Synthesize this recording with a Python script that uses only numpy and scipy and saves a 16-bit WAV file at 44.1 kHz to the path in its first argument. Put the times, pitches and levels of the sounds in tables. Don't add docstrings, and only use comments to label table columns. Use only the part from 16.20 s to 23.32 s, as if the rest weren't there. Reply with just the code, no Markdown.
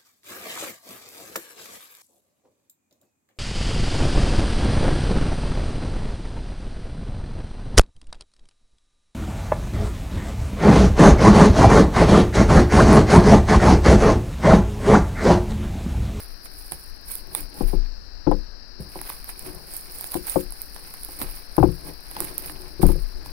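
import sys
import numpy as np
from scipy import signal
from scipy.fft import rfft, irfft, next_fast_len
from scipy.io import wavfile
from scipy.ndimage import uniform_filter1d, minimum_filter1d

SR = 44100
rng = np.random.default_rng(int(sys.argv[2]) if len(sys.argv) > 2 else 0)


def wav_record(signal):
    frames = np.transpose(np.atleast_2d(signal))
    bounded = np.clip(frames, -1, 1)
    quanta = np.round(bounded * 32767).astype(np.int16)
    wavfile.write(sys.argv[1], SR, quanta)


N = 313974

# f/Hz, level/dB
HISS_LEFT = [(10, -57), (30, -55.5), (55, -63.5), (90, -81), (300, -80), (1200, -86.5), (1700, -81.5),
             (2200, -93.5), (2700, -90.5), (3450, -104), (4050, -80), (4900, -75), (5600, -80),
             (6400, -108), (16000, -114)]
HISS_RIGHT = [(10, -105), (55, -79), (90, -80), (250, -81), (600, -92.5), (1700, -97), (3300, -106),
              (4800, -105), (7000, -114), (16000, -110)]
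# peak t/s, swell/s, fade/s, level/dB
ARM_SHIFTS = [(.55, .8, 1.5, -37), (1.75, 0.83, 1.4, -32.5), (7.05, 1, 0.55, -28.5)]
# t/s, relative peak level/dB
MOUNT_SWAYS = [(1.188, -29), (1.408, -8), (1.528, -6), (2.059, -9), (4.223, -24), (5.021, -23), (5.42, -23),
               (6.616, -3), (6.779, -13.5)]
# peak t/s, swell/s, fade/s, relative level/dB
SLIDES = [(.37, .2, 0.13, -55), (.52, 0.013, 0.018, -44), (1.19, .3, 0.21, -44), (1.37, 0.082, 0.3, -42),
          (2.6, 0.042, 0.17, -44), (2.768, 0.013, 0.12, -44), (3.28, 0.14, 0.28, -40),
          (3.37, 0.11, 0.079, -44), (3.85, 0.68, 0.15, -52), (4.6, 0.24, 0.45, -56),
          (5.015, 0.048, 0.15, -38), (5.7, 0.17, 0.055, -37.5), (6.01, 0.12, 0.4, -40.5),
          (6.33, 0.67, 0.76, -45.5), (7.08, 0.6, 0.26, -49.5)]
# f/Hz, relative level/dB, T60/s
TABLE_MODES = [(47.7, -8.5, 0.33), (67.3, -6, 0.33), (113.5, -12, 0.27), (146.4, -10, 0.22),
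               (163.2, -3.5, 0.2), (196.5, -6, 0.25), (294.7, -4.5, 0.19), (326.6, -3, 0.12),
               (359, -3, 0.21), (390, -9, 0.15), (482, -12, 0.18), (530, -7, .14), (630, -11.5, 0.05),
               (758.6, -4.5, 0.048), (846, -11, 0.078), (1036, -8.5, 0.034)]
# f/Hz, relative level/dB
THUD_SPECTRUM = [(40, 2), (150, 7.5), (350, 1), (900, -0.5), (1300, -13.5), (2000, -29.5), (3200, -35.5),
                 (6000, -52.5)]
# t/s, level before panning/dB, bass weight/dB, hardness/dB, favoured f/Hz
KNOCKS = [(0.52, -54, 6, 6, 734), (1.408, -36.5, -1, -4, 450), (1.53, -39, -4.5, -2.5, 376),
          (2.067, -40, -9, -1, 297), (2.072, -29.5, -4.5, -4.5, 280), (2.088, -37.5, -3, -21, 167),
          (2.114, -34, -7, 5, 450), (2.601, -45, 9, -18, 204), (2.756, -49, -14, 5, 740),
          (3.953, -38.5, -7, -3.5, 323), (4.158, -30.5, -11, -1.5, 505), (4.887, -58, -12, 11, 1200),
          (5.016, -47.5, -4, -14, 226), (5.38, -27, -6.5, 1.5, 310), (5.4, -26, 28.5, 7.5, 114.5),
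          (5.428, -24, -7, -0.5, 320), (5.486, -37.5, 12, -2, 166), (5.966, -53.5, -10, 14, 1400),
          (6.002, -51, -13, -13, 337), (6.596, -41, -1, -13, 346), (6.631, -26, 4.5, -2, 286),
          (6.651, -33.5, 0.5, -17, 168), (6.688, -33.5, 1, -3.5, 328), (6.756, -43.5, 5.5, -20, 392)]
# t/s, peak level/dB
SNIPS = [(0.522, -31), (1.1501, -19)]
# peak t/s, swell/s, fade/s, level/dB
TEARS = [(3.565, .1, 0.13, -37.5), (3.83, 0.22, 0.37, -36), (4.125, 0.14, 0.1, -36),
         (4.205, 0.14, 0.029, -30.5)]
# peak t/s, swell/s, fade/s, relative film level/dB, relative paper level/dB
BENDS = [(.025, 0.29, 0.25, -46.5, -51), (.258, 0.035, 0.025, -38.5, -45), (.39, 0.11, 0.32, -44.5, -56),
         (.52, 0.011, 0.056, -36, -45.5), (.61, 0.13, 0.23, -48, -64), (.915, 0.055, 0.1, -30.5, -45),
         (1.169, 0.054, 0.079, -32, -39.5), (1.4, 0.098, 0.074, -39.5, -45.5),
         (1.488, 0.067, 0.068, -38.5, -47.5), (2.17, 0.082, 0.15, -64, -61), (2.61, 0.017, 0.076, -46, -57),
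         (2.765, 0.082, 0.13, -43, -51.5), (2.9, 0.16, 0.15, -38, -43.5),
         (3.095, 0.045, 0.056, -39.5, -45.5), (3.27, 0.34, 0.14, -42, -50), (3.555, .13, 0.073, -36, -47),
         (3.83, 0.75, 0.17, -44, -50.5), (3.942, 0.076, 0.086, -35, -42), (4.088, 0.07, 0.18, -32, -41),
         (4.41, .15, 0.11, -43.5, -54), (4.66, 0.38, 0.7, -44.5, -51.5), (4.92, 0.12, 0.17, -43.5, -57),
         (5.02, 0.11, 0.099, -36, -41.5), (5.135, 0.24, 0.22, -41.5, -50), (5.39, 0.2, 0.66, -46.5, -54),
         (5.68, 0.12, 0.085, -43.5, -49.5), (6.02, 0.2, .3, -39, -42), (6.275, 0.15, 0.12, -41, -44.5),
         (6.46, 0.27, 0.22, -49.5, -54), (6.621, 0.015, 0.026, -27.5, -41), (6.67, 0.035, 0.16, -37, -43),
         (6.82, 0.27, 0.57, -55, -59), (7.06, 0.077, .3, -55, -53)]
# start t/s, end t/s
HELD_SPANS = [(0, 1.7), (2.61, 8)]
# t/s, relative crack level/dB, crack f/Hz, relative tick level/dB
SNAPS = [(.521, -15, 10200, -22.5), (.9545, -15.5, 11300, -35), (1.1501, -7.5, 9600, -19),
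         (2.1144, -34, 10900, -40), (2.79, -42, 13700, -28), (2.8152, -20, 11300, -26.5),
         (2.901, -24, 11600, -21), (3.044, -26, 12600, -35), (3.092, -22, 10900, -27.5),
         (3.1939, -19, 9800, -47), (3.417, -43, 14500, -52), (3.5667, -16, 12000, -50),
         (3.8104, -18, 12400, -34), (3.8424, -21.5, 10900, -27), (3.9197, -16.5, 11000, -30),
         (3.943, -18, 13000, -21), (4.0695, -19, 13600, -26), (4.0976, -11, 9700, -40),
         (4.3068, -26, 11180, -38), (4.3233, -20.5, 10000, -36), (4.4181, -17.5, 14000, -51),
         (4.563, -31, 10100, -26.5), (4.74, -25, 12100, -30.5), (4.8338, -21, 10140, -50),
         (4.8487, -17.5, 10600, -45), (5.0164, -18, 11700, -16.5), (5.0236, -16, 11500, -24),
         (5.367, -19.5, 10800, -29), (5.913, -24.5, 10600, -32), (5.9665, -31, 10300, -19.5),
         (6.0045, -7.5, 11100, -21.5), (6.0215, -24, 11700, -26), (6.0496, -19, 10300, -45),
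         (6.1808, -11, 13000, -35), (6.2602, -22, 11900, -51), (6.2977, -27, 10500, -27.5),
         (6.6286, -19, 9140, -25), (6.667, -15, 10100, -34), (6.719, -25, 11900, -31),
         (7.061, -29, 13900, -29)]
# f/Hz, relative level/dB
BITE_SPECTRUM = [(300, -10), (1000, 0), (1500, -5), (2100, 9), (2800, -7), (3800, 2), (5000, -8),
                 (6200, -22), (9000, -31)]
RIP_SPECTRUM = [(4000, -39), (7500, -8), (9500, 3), (12000, -9.5), (14500, 2), (16000, -14)]
FILM_SPECTRUM = [(3000, -44), (6800, -17.5), (8000, -7.5), (9400, 4.5), (11500, 2), (13500, 0.5),
                 (15500, -2.5), (17000, -48)]
PAPER_SPECTRUM = [(100, -15.5), (300, -0.5), (900, 0.5), (1700, 0), (2500, -2), (3200, -8.5), (4200, -1.5),
                  (6000, -7), (9000, -56)]
CRACK_SPECTRUM = [(2000, -54), (4500, -31.5), (6800, -16), (9000, 2), (11500, 1), (13500, 1), (16000, -8)]
TICK_SPECTRUM = [(150, -7.5), (500, -3.5), (950, 8), (1400, -2), (2000, -3.5), (2900, -11.5), (3900, -7),
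                 (5200, -9), (7000, -29.5)]
# f/Hz, gain/dB
OFF_AXIS_RESPONSE = [(4000, 25), (7000, -2), (9500, -23.5), (11500, -14.5), (13500, -6), (15500, 7)]

FILM_RING_S, PAPER_RING_S = .00045, .0013


def amp(db):
    return 10 ** (np.asarray(db) / 20)


def unit(x):
    return x / np.sqrt(np.mean(x ** 2) + 1e-20)


def level_at(spectrum, hz):
    f, db = np.transpose(spectrum)
    return np.interp(np.log(hz + 1), np.log(f + 1), db)


def colour(x, spectrum):
    size = next_fast_len(x.shape[-1] + 4096)
    log_gain = level_at(spectrum, abs(np.fft.fftfreq(size, 1 / SR))) * np.log(10) / 20
    response = np.exp(np.conj(signal.hilbert(log_gain)))[:size // 2 + 1]
    return irfft(rfft(x, size) * response, size)[..., :x.shape[-1]]


def add(mix, start_s, sound):
    part = mix[:, max(round(start_s * SR), 0):][:, :sound.shape[-1]]
    part += sound[..., :part.shape[-1]]


def swell(peak_s, swell_s, fade_s, db, range_db=20.5):
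    t = np.arange(N) / SR - peak_s
    return amp(db - range_db * np.minimum(np.maximum(-t / swell_s, t / fade_s), 10))


def gestures(rows):
    return np.sqrt(sum(swell(*row) ** 2 for row in rows))


def wander(corner_hz):
    lowpass = 1 / (1 + (np.fft.rfftfreq(N, 1 / SR) / corner_hz) ** 4)
    return unit(irfft(rfft(rng.standard_normal(N)) * lowpass, N))


def slips(per_s, spread_db):
    size = amp(spread_db * np.minimum(rng.exponential(1, N), 4))
    return size * rng.choice([-1, 1], N) * (rng.random(N) < per_s / SR)


def background():
    left, right = rng.standard_normal((2, N)) * np.sqrt(SR / 2)
    hiss = np.array([colour(left, HISS_LEFT), colour(right, HISS_RIGHT)])
    rumble_spectrum = [(8, -20), (27, 5.5), (40, -15), (62, -11), (100, -33), (300, -59)]
    rumble = unit(colour(rng.standard_normal((2, N)), rumble_spectrum))
    leaning = np.hypot(amp(-54), gestures(ARM_SHIFTS))
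    return hiss + rumble * leaning * amp([[0], [-13]])


def room(x, t60, wet_db):
    t = np.arange(SR // 2) / SR
    taps = rng.standard_normal((2, len(t))) * (rng.random((2, len(t))) < 3000 / SR)
    taps *= (t > .003) * amp(-60 * t / t60)
    taps /= np.linalg.norm(taps, axis=1, keepdims=True)
    return x + amp(wet_db) * signal.fftconvolve(x, taps, axes=1)[:, :N]


def mount_sway(hz=28.24, rise_s=0.035, t60=0.46):
    out, t = np.zeros((2, N)), np.arange(SR) / SR
    swing = np.sin(2 * np.pi * hz * t) * (1 - np.exp(-(t / rise_s) ** 3)) * amp(-60 * t / t60)
    for s, db in MOUNT_SWAYS:
        add(out, s, amp(db) * swing / abs(swing).max() * amp([[-1], [-28]]))
    return out


def table_ring(drive, scatter_db):
    t = np.arange(SR // 2) / SR
    hz, db, t60 = np.transpose(TABLE_MODES)[:, :, None]
    share = amp(db + level_at(drive, hz) + scatter_db * rng.standard_normal(hz.shape))
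    share *= rng.choice([-1, 1], hz.shape)
    return (share * amp(-60 * t / t60) * np.sin(2 * np.pi * hz * t)).sum(0)


def sliding():
    grit = np.array([slips(1500, spread_db=3.5), slips(1700, spread_db=3)])
    modes = table_ring([(60, -2), (150, -6.5), (330, 3), (500, -2), (900, 3)], scatter_db=0.5)
    ring = signal.oaconvolve(grit[0], modes)[:N]
    rub = unit(ring) * amp([[2], [-11]]) + unit(colour(grit, THUD_SPECTRUM)) * amp([[-1], [-6]])
    return rub * gestures(SLIDES)


def knocks(thud_t60=0.072, attack_s=0.00029, light_db=-47, heavy_db=-39):
    out, t = np.zeros((2, N)), np.arange(SR // 2) / SR
    for s, db, weight_db, hardness_db, note_hz in KNOCKS:
        drive = [(130, weight_db), (290, 0), (500, 0), (850, hardness_db)]
        burst = rng.standard_normal((2, len(t))) * amp(-60 * t / thud_t60)
        thud = unit(colour(colour(burst, THUD_SPECTRUM), drive))
        ring = unit(table_ring(drive, scatter_db=1))
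        blow = (ring + amp(-4) * thud) * (1 - np.exp(-t / attack_s))
        blow = unit(colour(blow, [(note_hz / 1.07, 0), (note_hz, 6), (note_hz * 1.26, 0)]))
        left_db = np.interp(db, [light_db, heavy_db], [-1, 19.5])
        sides = 2 * amp([[left_db], [0]]) / (1 + amp(left_db))
        add(out, s, amp(db) * sides * blow)
    return out


def crease(hz, ring_s, ring_db):
    t = np.arange(512) / SR
    burst = rng.standard_normal((2, len(t))) * np.exp(-t / ring_s)
    burst = colour(burst, [(hz / 1.2, 0), (hz, ring_db), (hz * 1.2, 0)])
    return burst / np.linalg.norm(burst, axis=1, keepdims=True)


def crackle(low_hz, high_hz, per_s, spread_db, ring_s, clump_db, count=14):
    grains = np.zeros((2, N))
    for hz in np.geomspace(low_hz, high_hz, count):
        impulses = slips(per_s / count, spread_db)[None]
        grains += signal.oaconvolve(impulses, crease(hz, ring_s, ring_db=7), axes=1)[:, :N]
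    return grains * amp(clump_db * wander(corner_hz=52))


def off_axis(x):
    return np.array([colour(x[0], OFF_AXIS_RESPONSE), x[1]])


def snips(hz=3900, ring_s=0.0021):
    out = np.zeros((2, N))
    for s, db in SNIPS:
        bite = colour(crease(hz, ring_s, ring_db=6), BITE_SPECTRUM)
        add(out, s - .0005, amp(db) * bite / abs(bite).max())
    return out


def tearing():
    jerks = crackle(9200, 16000, per_s=2900, spread_db=4.5, ring_s=0.00034, clump_db=3)
    return off_axis(unit(colour(jerks, RIP_SPECTRUM))) * gestures(TEARS)


def bending(grip_s=0.058):
    t = np.arange(N) / SR
    held = sum(1. * ((t >= start) & (t < end)) for start, end in HELD_SPANS)
    held = uniform_filter1d(held, int(grip_s * SR))
    film_floor = amp(np.interp(held, [0, 1], [-94, -70]))
    paper_floor = amp(np.interp(held, [0, 1], [-74, -61]))
    film = gestures((s, rise, fade, db) for s, rise, fade, db, _ in BENDS)
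    paper = gestures((s, rise, fade, db) for s, rise, fade, _, db in BENDS)
    return np.hypot(film, film_floor), np.hypot(paper, paper_floor)


def crumpling():
    film_gain, paper_gain = bending()
    fizz = crackle(8800, 10900, per_s=4500, spread_db=1.5, ring_s=FILM_RING_S, clump_db=2.5, count=24)
    fizz = unit(colour(fizz, FILM_SPECTRUM)) * film_gain * amp(2)
    ticks = crackle(8500, 15000, per_s=60, spread_db=2.8, ring_s=.00025, clump_db=1)
    ticks = unit(colour(ticks, FILM_SPECTRUM)) * film_gain ** .75 * amp(-12)
    rustle = crackle(800, 3750, per_s=1600, spread_db=4, ring_s=PAPER_RING_S, clump_db=1.94)
    rustle = unit(colour(rustle, PAPER_SPECTRUM)) * paper_gain * amp([[0], [1.5]])
    return off_axis(fizz + ticks) + rustle


def snaps(tick_range_hz=(814, 3800)):
    out = np.zeros((2, N))
    for s, crack_db, crack_hz, tick_db in SNAPS:
        crack = off_axis(unit(colour(crease(crack_hz, FILM_RING_S, ring_db=10), CRACK_SPECTRUM)))
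        tick_hz = np.exp(rng.uniform(*np.log(tick_range_hz)))
        tick = unit(colour(crease(tick_hz, PAPER_RING_S, ring_db=2.5), TICK_SPECTRUM))
        add(out, s - .0002, crack * amp(crack_db - 12) + tick * amp(tick_db - 14.5))
    return out


def scene():
    crackling = room(crumpling() + tearing(), t60=0.089, wet_db=-7.5)
    transients = room(snaps() + snips(), t60=0.2, wet_db=-10)
    return crackling + transients + knocks() + mount_sway() + sliding() + background()


def record(dry, limiter_s=.004, cutoff_hz=16000):
    size = int(limiter_s * SR)
    gain = minimum_filter1d(1 / np.maximum(abs(dry), 1), size, axis=1)
    gain = uniform_filter1d(gain, size, axis=1)
    lowpass = signal.firwin(255, cutoff_hz, window=("kaiser", 8), fs=SR)
    return signal.oaconvolve(dry * gain, lowpass[None], "same")


dry = scene()
out = record(dry)
wav_record(out)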